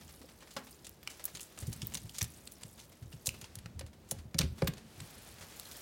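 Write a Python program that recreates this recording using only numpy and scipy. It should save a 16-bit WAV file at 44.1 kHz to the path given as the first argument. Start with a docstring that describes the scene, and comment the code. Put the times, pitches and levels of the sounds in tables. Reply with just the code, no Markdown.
"""Hands in an artificial fir

Close by in a quiet room, friction on plastic needles makes a hiss dotted with tiny flicks. Twigs and
light wires stick, slip and snap; wire branches thud as they spring back and set the frame ringing.
Hollow knocks, one of them distinct, come from further off. At the end an arm sweeps through the needles."""
import sys
import numpy as np
from scipy import signal
from scipy.fft import rfft, irfft, next_fast_len
from scipy.io import wavfile
from scipy.ndimage import uniform_filter1d

SR = 44100
rng = np.random.default_rng(int(sys.argv[2]) if len(sys.argv) > 2 else 0)


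def unload_audio(sound):
    """Save the sound as a 16-bit wav file, at the path given as the first command line argument."""
    columns = np.transpose(np.atleast_2d(sound))
    # keep every value between -1 and 1, then stretch to whole-number steps
    steps = np.round(np.clip(columns, -1, 1) * 32767)
    wavfile.write(sys.argv[1], SR, steps.astype(np.int16))


N = 256328
TIME = np.arange(N) / SR


def undb(db):
    """Decibels to amplitude ratio."""
    return 10 ** (np.asarray(db) / 20)


def unit(x):
    """Normalisation to an rms of 1."""
    return x / np.sqrt(np.mean(x ** 2))


def add(out, start_s, x):
    """Superposition: x joins out from start_s on."""
    i = max(int(start_s * SR), 0)
    out[i:i + len(x)] += x[:max(len(out) - i, 0)]


def colour(x, outline):
    """Minimum-phase filtering to an outline of (frequency_hz, gain_db) points."""
    size = next_fast_len(2 * len(x), True)
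    size += size % 2
    hz, db = np.transpose(outline)
    bins_hz = np.maximum(np.fft.rfftfreq(size, 1 / SR), 1)
    gain = undb(np.interp(np.log(bins_hz), np.log(hz), db))
    cepstrum = irfft(np.log(gain))
    cepstrum[1:size // 2] *= 2  # folding the cepstrum makes the filter causal
    cepstrum[size // 2 + 1:] = 0
    return irfft(rfft(x, size) * np.exp(rfft(cepstrum)))[:len(x)]


def resonate(x, hz, q, soft=1.93):
    """Second-order resonance; finite contact time rolls off the response above soft * hz."""
    s = 1j * np.fft.rfftfreq(2 * len(x), 1 / SR) / hz
    resonance = s / (q * (s * s + 1) + s)
    rolloff = 1 + np.sqrt(2) * s / soft + (s / soft) ** 2
    return irfft(rfft(x, 2 * len(x)) * resonance / rolloff)[:len(x)]


def wander(rate_hz):
    """Smooth random modulation with an rms of 1."""
    step = max(int(SR / rate_hz), 1)
    stairs = np.repeat(rng.standard_normal(N // step + 1), step)
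    return unit(uniform_filter1d(stairs, step)[:N])


def burst(x, level_db):
    """Equivalent level: the energy of the hit, spread over 10 ms, is scaled to level_db."""
    return x * undb(level_db) / np.sqrt(np.sum(x ** 2) / (SR / 100))


def needles(outline, grit, per_s, spread_db, flick_s):
    """Shot noise: unequal flicks over a smooth sliding hiss; grit is the flicks' share of the power."""
    sizes = undb(spread_db * np.minimum(rng.exponential(size=N), 4))
    flicks = (rng.random(N) < per_s / SR) * sizes
    power = signal.lfilter([1], [1, -np.exp(-1 / (flick_s * SR))], flicks ** 2)
    envelope = np.sqrt(grit * power / power.mean() + 1 - grit)
    return unit(colour(envelope * rng.standard_normal(N), outline))


def pings(low_hz=3000, high_hz=12000, lengths=22, per_s=8, spread_db=3, q=8, scrape_s=0.0032):
    """Plucked cantilevers: needles scrape past a finger and spring free, each length at its own pitch."""
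    out = np.zeros(N)
    for hz in np.geomspace(low_hz, high_hz, lengths):
        released = rng.random(N) < per_s / SR
        flicks = released * undb(spread_db * np.minimum(rng.exponential(size=N), 3))
        envelope = signal.lfilter([1], [1, -np.exp(-1 / (scrape_s * SR))], flicks + 1e-12)
        scrape = envelope * rng.standard_normal(N)
        out += signal.lfilter(*signal.iirpeak(hz, q, fs=SR), scrape)
    return unit(out)


# Spectra of brushed sprays, needle tips and swaying branches: frequency_hz, gain_db
BRUSH_SPECTRUM = [(150, -3.5), (320, -4.5), (600, -2.5), (1100, -6), (2200, -6.5), (4500, -8), (9000, -13),
                  (16000, -24.5)]
TIP_SPECTRUM = [(2000, -49), (4500, -4), (7500, -2), (11000, 0), (16000, -1.5)]
SWAY_SPECTRUM = [(25, -74), (45, 6.5), (80, 5.5), (150, 2.5), (240, 1), (400, -28.5), (900, -52)]
# The hands' activity, before each layer's trim: time_s, brush_db, tips_db, sway_db
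HAND_LEVELS = [(0.0, -60.5, -56.5, -55), (0.36, -64, -62, -63), (0.72, -61, -57, -59),
               (0.98, -66, -67, -61.5), (1.14, -56.5, -59, -59), (1.55, -59, -59.5, -61),
               (1.8, -55.5, -53, -48), (2.12, -62, -57, -53.5), (2.38, -61, -56, -57.5),
               (3.08, -67, -64.5, -61), (3.38, -59, -57, -56.5), (3.56, -59.5, -84, -53),
               (3.9, -69.5, -77, -49), (4.16, -59.5, -72, -66), (4.48, -86, -66, -47),
               (4.59, -52.5, -61.5, -50), (4.8, -62, -74, -51.5), (5.04, -52.5, -56, -57),
               (5.4, -55.5, -57.5, -55.5), (5.81, -51.5, -46, -62.5)]


def rustle(brush_trim_db=-1, tips_trim_db=-7, sway_trim_db=-4, pings_db=1, sweep_s=5.2, blur_s=0.25):
    """Friction noise: the hands brush whole sprays, tickle the needle tips and rock the branches."""
    time_s, *levels = np.transpose(HAND_LEVELS)
    brush_db, tips_db, sway_db = (np.interp(TIME, time_s, level) for level in levels)
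    # single needles stand out while fingers pick at them, and blur once the whole arm sweeps through
    distinctness = undb(np.interp(TIME, [sweep_s, sweep_s + blur_s], [-1.5, -3.5]))
    grit = 0.6 * distinctness
    sprays = needles(BRUSH_SPECTRUM, grit, per_s=230, spread_db=13, flick_s=0.009)
    tips = needles(TIP_SPECTRUM, grit, per_s=1100, spread_db=14, flick_s=0.0019)
    tips += undb(pings_db) * distinctness * pings()
    sway = unit(colour(rng.standard_normal(N), SWAY_SPECTRUM)) * undb(2 * wander(rate_hz=10))
    return (sprays * undb(brush_db + brush_trim_db)
            + tips * undb(tips_db + tips_trim_db)
            + sway * undb(sway_db + sway_trim_db))


# Spectrum of the quiet room: frequency_hz, gain_db
AIR_SPECTRUM = [(25, -34), (64, 1), (220, -5), (320, 1.5), (860, -10), (2500, -23), (7000, -42),
                (16000, -25)]


def room_air(level_db=-64):
    """Stationary background noise, strongest in the bass."""
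    return undb(level_db) * unit(colour(rng.standard_normal(N), AIR_SPECTRUM))


# Spectrum of a knock's onset: frequency_hz, gain_db
KNOCK_SPECTRUM = [(120, -4), (240, 9), (380, -20), (560, 13), (820, -30), (1100, 3), (1620, -0.5),
                  (2800, -1), (5000, -3.5), (16000, -20.5)]
# Its hollow resonances: pitch_hz, t60_s, gain_db
KNOCK_MODES = [(258.6, 0.4, -8.5), (402.5, 0.43, -15.5), (551, 0.18, -6.5), (846, 0.16, -4),
               (1066, 0.081, -4), (1645, 0.087, -4.5)]
# Knocks further off in the room: start_s, level_db
KNOCKS = [(.137, -59), (0.4236, -52), (0.5652, -35)]


def far_knocks(hold_s=0.0033, bright_s=0.011, dull_s=0.03, dull_hz=900, dull_db=-9, hollow_db=-4):
    """Multipath arrival: a distant knock is a cluster of reflections whose low modes last longest."""
    out, t = np.zeros(N), TIME[:12000]
    for start_s, level_db in KNOCKS:
        early, late = rng.standard_normal((2, len(t)))
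        bright = unit(colour(early, KNOCK_SPECTRUM)) * np.exp(-np.maximum(t - hold_s, 0) / bright_s)
        dull = unit(resonate(late, dull_hz, q=0.4)) * np.exp(-t / dull_s)
        hollow = sum(undb(gain_db - 60 * t / t60_s) * np.sin(2 * np.pi * pitch_hz * t)
                     for pitch_hz, t60_s, gain_db in KNOCK_MODES)
        add(out, start_s, burst(bright + undb(dull_db) * dull + undb(hollow_db) * hollow, level_db))
    return out


# Branches bumped or let go: start_s, level_db, nominal_pitch_hz
BRANCH_THUDS = [(0.208, -51, 260), (0.238, -50.5, 310), (0.582, -46.5, 242), (1.336, -51.5, 141),
                (1.616, -40, 132), (1.675, -34.5, 126), (1.825, -38.5, 131), (1.951, -46, 162),
                (2.04, -45, 120), (2.215, -35.5, 118), (2.642, -47.5, 123), (3.014, -44, 120),
                (3.049, -46.5, 113), (3.133, -45.5, 135), (3.273, -48.5, 605), (3.273, -41, 127),
                (3.422, -49, 113), (3.563, -48.5, 115), (3.653, -49.5, 128), (3.747, -46, 90),
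                (3.81, -44, 600), (3.816, -41.5, 112), (4.116, -38.5, 696), (4.115, -38.5, 135),
                (4.16, -43.5, 99.5), (4.25, -45, 122), (4.345, -41, 360), (4.345, -32.5, 184),
                (4.393, -40.5, 454), (4.395, -27.5, 152), (4.404, -35, 67), (4.432, -29.5, 143),
                (4.496, -41, 121), (4.6216, -23.5, 500), (4.627, -21, 153), (4.68, -30, 174),
                (4.974, -48, 113), (5.009, -44, 126)]


def branch_thuds(swell_cycles=1.54, hard_db=-19.5, glide=0.61, settle=0.76, rough=0.51,
                 heave_db=-14, heave_ratio=0.497):
    """Dispersion: a branch swings briefly; its faster bending waves arrive first, so the pitch falls."""
    out, t = np.zeros(N), TIME[:8192]
    for start_s, level_db, nominal_hz in BRANCH_THUDS:
        # a blow at hard_db peaks in half the time of a gentle one
        swell_s = swell_cycles / nominal_hz / (1 + undb(level_db - hard_db) ** 2)
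        age = t / swell_s
        pitch_hz = nominal_hz * (settle + glide * np.exp(-age / 1.15))
        phase = 2 * np.pi * (np.cumsum(pitch_hz) / SR + rng.random())
        shudder = unit(resonate(rng.standard_normal(len(t)), nominal_hz, q=0.9, soft=1.9))
        swing = (age * np.exp(1 - age)) ** 2.04 * (np.sin(phase) + rough * shudder)
        # the whole branch heaves more slowly and for longer than its tip
        heave = (age / 2 * np.exp(1 - age / 2)) ** 4.7 * np.sin(heave_ratio * phase)
        add(out, start_s, undb(level_db) * (swing + undb(heave_db) * heave))
    return out


# Normal modes of the tree's frame: pitch_hz, t60_s, gain_db
TREE_MODES = [(50.3, 0.18, -4), (76.2, 0.31, 6.5), (106, 0.21, -32), (162.3, 0.3, 1.5), (221, 1, 5.5),
              (378, 0.49, -1.5), (545, 0.11, 6.5)]


def frame_ring(thuds):
    """Modal resonance: the trunk and its hinged arms, driven by the thuds, ring on after each."""
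    out = np.zeros(N)
    for pitch_hz, t60_s, gain_db in TREE_MODES:
        pole = np.exp((2j * np.pi * pitch_hz - np.log(1000) / t60_s) / SR)
        out += undb(gain_db) * 2 * (1 - abs(pole)) * signal.lfilter([1], [1, -pole], thuds).real
    return out


# Twigs, wires and bulb holders slipping free: start_s, level_db, body_hz, ring_hz, contact_decay_s
TWIG_SNAPS = [(0.507, -51.5, 4730, 8250, 0.022), (0.7088, -54.5, 10000, 14000, 0.015),
              (0.8454, -49, 5300, 7700, 0.02), (0.8676, -47.5, 4260, 9000, 0.0049),
              (0.893, -51.5, 9050, 14700, .0013), (1.0295, -54, 3500, 13650, 0.0034),
              (1.0741, -38, 3670, 2570, 0.0019), (1.099, -48, 7000, 8800, .025),
              (1.2405, -42, 8800, 11860, 0.0012), (1.253, -33, 11100, 14500, 0.004),
              (1.35, -42.5, 4900, 6240, 0.012), (1.371, -47.5, 4000, 7900, 0.0043),
              (1.3951, -49.5, 4700, 2830, .0019), (1.4056, -42, 8400, 9380, 0.026),
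              (1.588, -47.5, 11000, 7200, 0.0006), (1.6018, -46, 8300, 12100, 0.019),
              (1.6679, -48.5, 7650, 8200, 0.011), (1.7279, -43.5, 7000, 9380, .0061),
              (1.818, -41, 4500, 3560, 0.0054), (1.8695, -38, 14000, 14500, 0.00028),
              (1.938, -45.5, 5040, 7600, .002), (1.9443, -38, 7160, 8950, 0.0036),
              (1.9513, -38, 5140, 5270, 0.0037), (1.9717, -42.5, 5260, 6360, 0.0083),
              (2.0936, -49.5, 6160, 3600, 0.0026), (2.1441, -43.5, 5100, 7000, 0.051),
              (2.1834, -36.5, 6130, 9100, .0063), (2.211, -38.5, 4500, 2000, 0.0041),
              (2.2155, -32.5, 5060, 5600, 0.0024), (2.227, -36.5, 7000, 11800, 0.0028),
              (2.242, -43.5, 5600, 9100, 0.0055), (2.473, -46.5, 3940, 8400, 0.0028),
              (2.5194, -50.5, 8650, 15000, 0.0037), (2.6327, -45.5, 4040, 8100, 0.0029),
              (2.792, -50, 5850, 6000, 0.024), (3.1267, -53.5, 4100, 3020, 0.01),
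              (3.2586, -35, 8300, 8600, 0.016), (3.27, -30, 6600, 7800, 0.0034),
              (3.2902, -36, 6860, 2760, 0.0019), (3.4131, -49, 5760, 7100, 0.0048),
              (3.4416, -49.5, 3320, 2900, 0.0029), (3.5543, -45.5, 6400, 10400, .003),
              (3.587, -52, 4000, 10700, 0.0038), (3.6584, -49, 2800, 1170, 0.0041),
              (3.7932, -45, 3700, 9000, 0.0052), (3.8094, -48.5, 2200, 1120, 0.007),
              (3.863, -59, 5000, 8530, 0.011), (4.0887, -55.5, 8000, 11000, 0.021),
              (4.111, -32.5, 8000, 10100, 0.006), (4.3433, -45, 2640, 5450, 0.0041),
              (4.3846, -38, 4540, 5100, 0.0029), (4.3885, -26, 7700, 4700, 0.002),
              (4.3907, -32, 3950, 4570, 0.0065), (4.409, -37, 2930, 4600, .007),
              (4.4141, -35.5, 2960, 2140, 0.0045), (4.4283, -44.5, 3200, 4430, 0.014),
              (4.6199, -36.5, 1840, 1070, 0.004), (4.644, -54, 1600, 8900, 0.0015),
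              (4.6729, -32, 3500, 13500, 0.0053), (4.7362, -52, 4070, 6300, 0.0033),
              (5.0023, -46.5, 3380, 8450, 0.0046), (5.597, -44, 5060, 12160, .0015),
              (5.713, -49, 5030, 13030, 0.007)]


def twig_snaps(rise_s=0.00096, crack_s=0.00068, crack_db=5, chatter_db=5, reference_hz=5530,
               ring_db=-2, damping_db=4, clean_contact_s=0.0033,
               shiver_hz=6000, shiver_s=0.014, shiver_db=-18,
               stem_hz=620, stem_s=0.0096, stem_db=-13, thick_hz=3000,
               lead_in_s=0.0048, lead_in_db=-24, lead_in_uneven_db=10):
    """Stick-slip friction: a crack and a chatter of plastic ring one twig; nearby needles shiver on."""
    out, t = np.zeros(N), TIME[:4096]
    for start_s, level_db, body_hz, ring_hz, contact_s in TWIG_SNAPS:
        slip_noise, grip_noise, needle_noise, stem_noise, lead_in_noise = rng.standard_normal((5, len(t)))
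        grip = unit(uniform_filter1d(grip_noise, size=24))
        crack = undb(crack_db) * np.exp(-t / crack_s)
        chatter = undb(chatter_db * grip) * np.exp(-t / contact_s)
        slip = np.tanh(slip_noise) * (crack + chatter) * np.minimum(t / rise_s, 1)
        # thinner, higher twigs resonate more sharply
        body_q = 0.91 * (body_hz / reference_hz) ** 1.6
        ring_q = 6 * np.sqrt(ring_hz / reference_hz)
        body = unit(resonate(slip, body_hz, body_q))
        # the ring builds a moment after the slip; each doubling of the contact time costs damping_db
        ring_gain = undb(ring_db - damping_db * np.log2(contact_s / clean_contact_s))
        ring = ring_gain * unit(resonate(np.roll(slip, shift=14), ring_hz, ring_q))
        shiver = unit(resonate(needle_noise * np.exp(-t / shiver_s), shiver_hz, q=0.19))
        # thick twigs snap lower and pass more of the blow to their stem
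        stem_gain = undb(stem_db) * min(thick_hz / body_hz, 1) / (1 + ring_gain)
        stem = unit(resonate(stem_noise * np.exp(-t / stem_s), stem_hz, q=0.56))
        snap = unit(body + ring) + undb(shiver_db) * shiver + stem_gain * stem
        add(out, start_s, burst(snap, level_db))
        # a faint, uneven noise swells for a few milliseconds into each snap, softening its attack
        swell = np.exp((t - t[-1]) / lead_in_s) * undb(lead_in_uneven_db * grip)
        lead_in = resonate(lead_in_noise * swell, body_hz, body_q)
        add(out, start_s - t[-1], burst(lead_in, level_db + lead_in_db))
    return out


def reverberation(x, mid_t60_s=0.33, mid_db=-18.5, treble_t60_s=0.36, treble_db=-25, onset_s=0.001):
    """Diffuse reflection: a furnished room returns a faint, short tail that decays exponentially."""
    t = TIME[:SR // 2]
    mids, treble = rng.standard_normal((2, len(t))) * (1 - np.exp(-(t / onset_s) ** 2))
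    mids = resonate(mids * undb(-60 * t / mid_t60_s), hz=1900, q=0.02)
    treble = resonate(treble * undb(-60 * t / treble_t60_s), hz=11400, q=1.0, soft=2.6)
    tail = undb(mid_db) * mids / np.linalg.norm(mids) + undb(treble_db) * treble / np.linalg.norm(treble)
    return signal.fftconvolve(x, tail)[:N]


def scene():
    """Superposition of the hits, their reverberation, the room's air and the rustle, in one channel."""
    thuds = branch_thuds()
    hits = twig_snaps() + far_knocks() + thuds + frame_ring(thuds)
    air = room_air()
    return (hits + reverberation(hits) + rustle() + air)[None]


def record(dry, low_hz=36, top_hz=16300):
    """Band limiting: a gentle high-pass drops the deepest bass and a steep low-pass cuts the top."""
    high_pass = signal.butter(2, low_hz, "high", fs=SR, output="sos")
    low_pass = signal.ellip(8, 0.2, 70, top_hz, fs=SR, output="sos")
    return signal.sosfilt(low_pass, signal.sosfilt(high_pass, dry))


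dry = scene()
out = record(dry)
unload_audio(out)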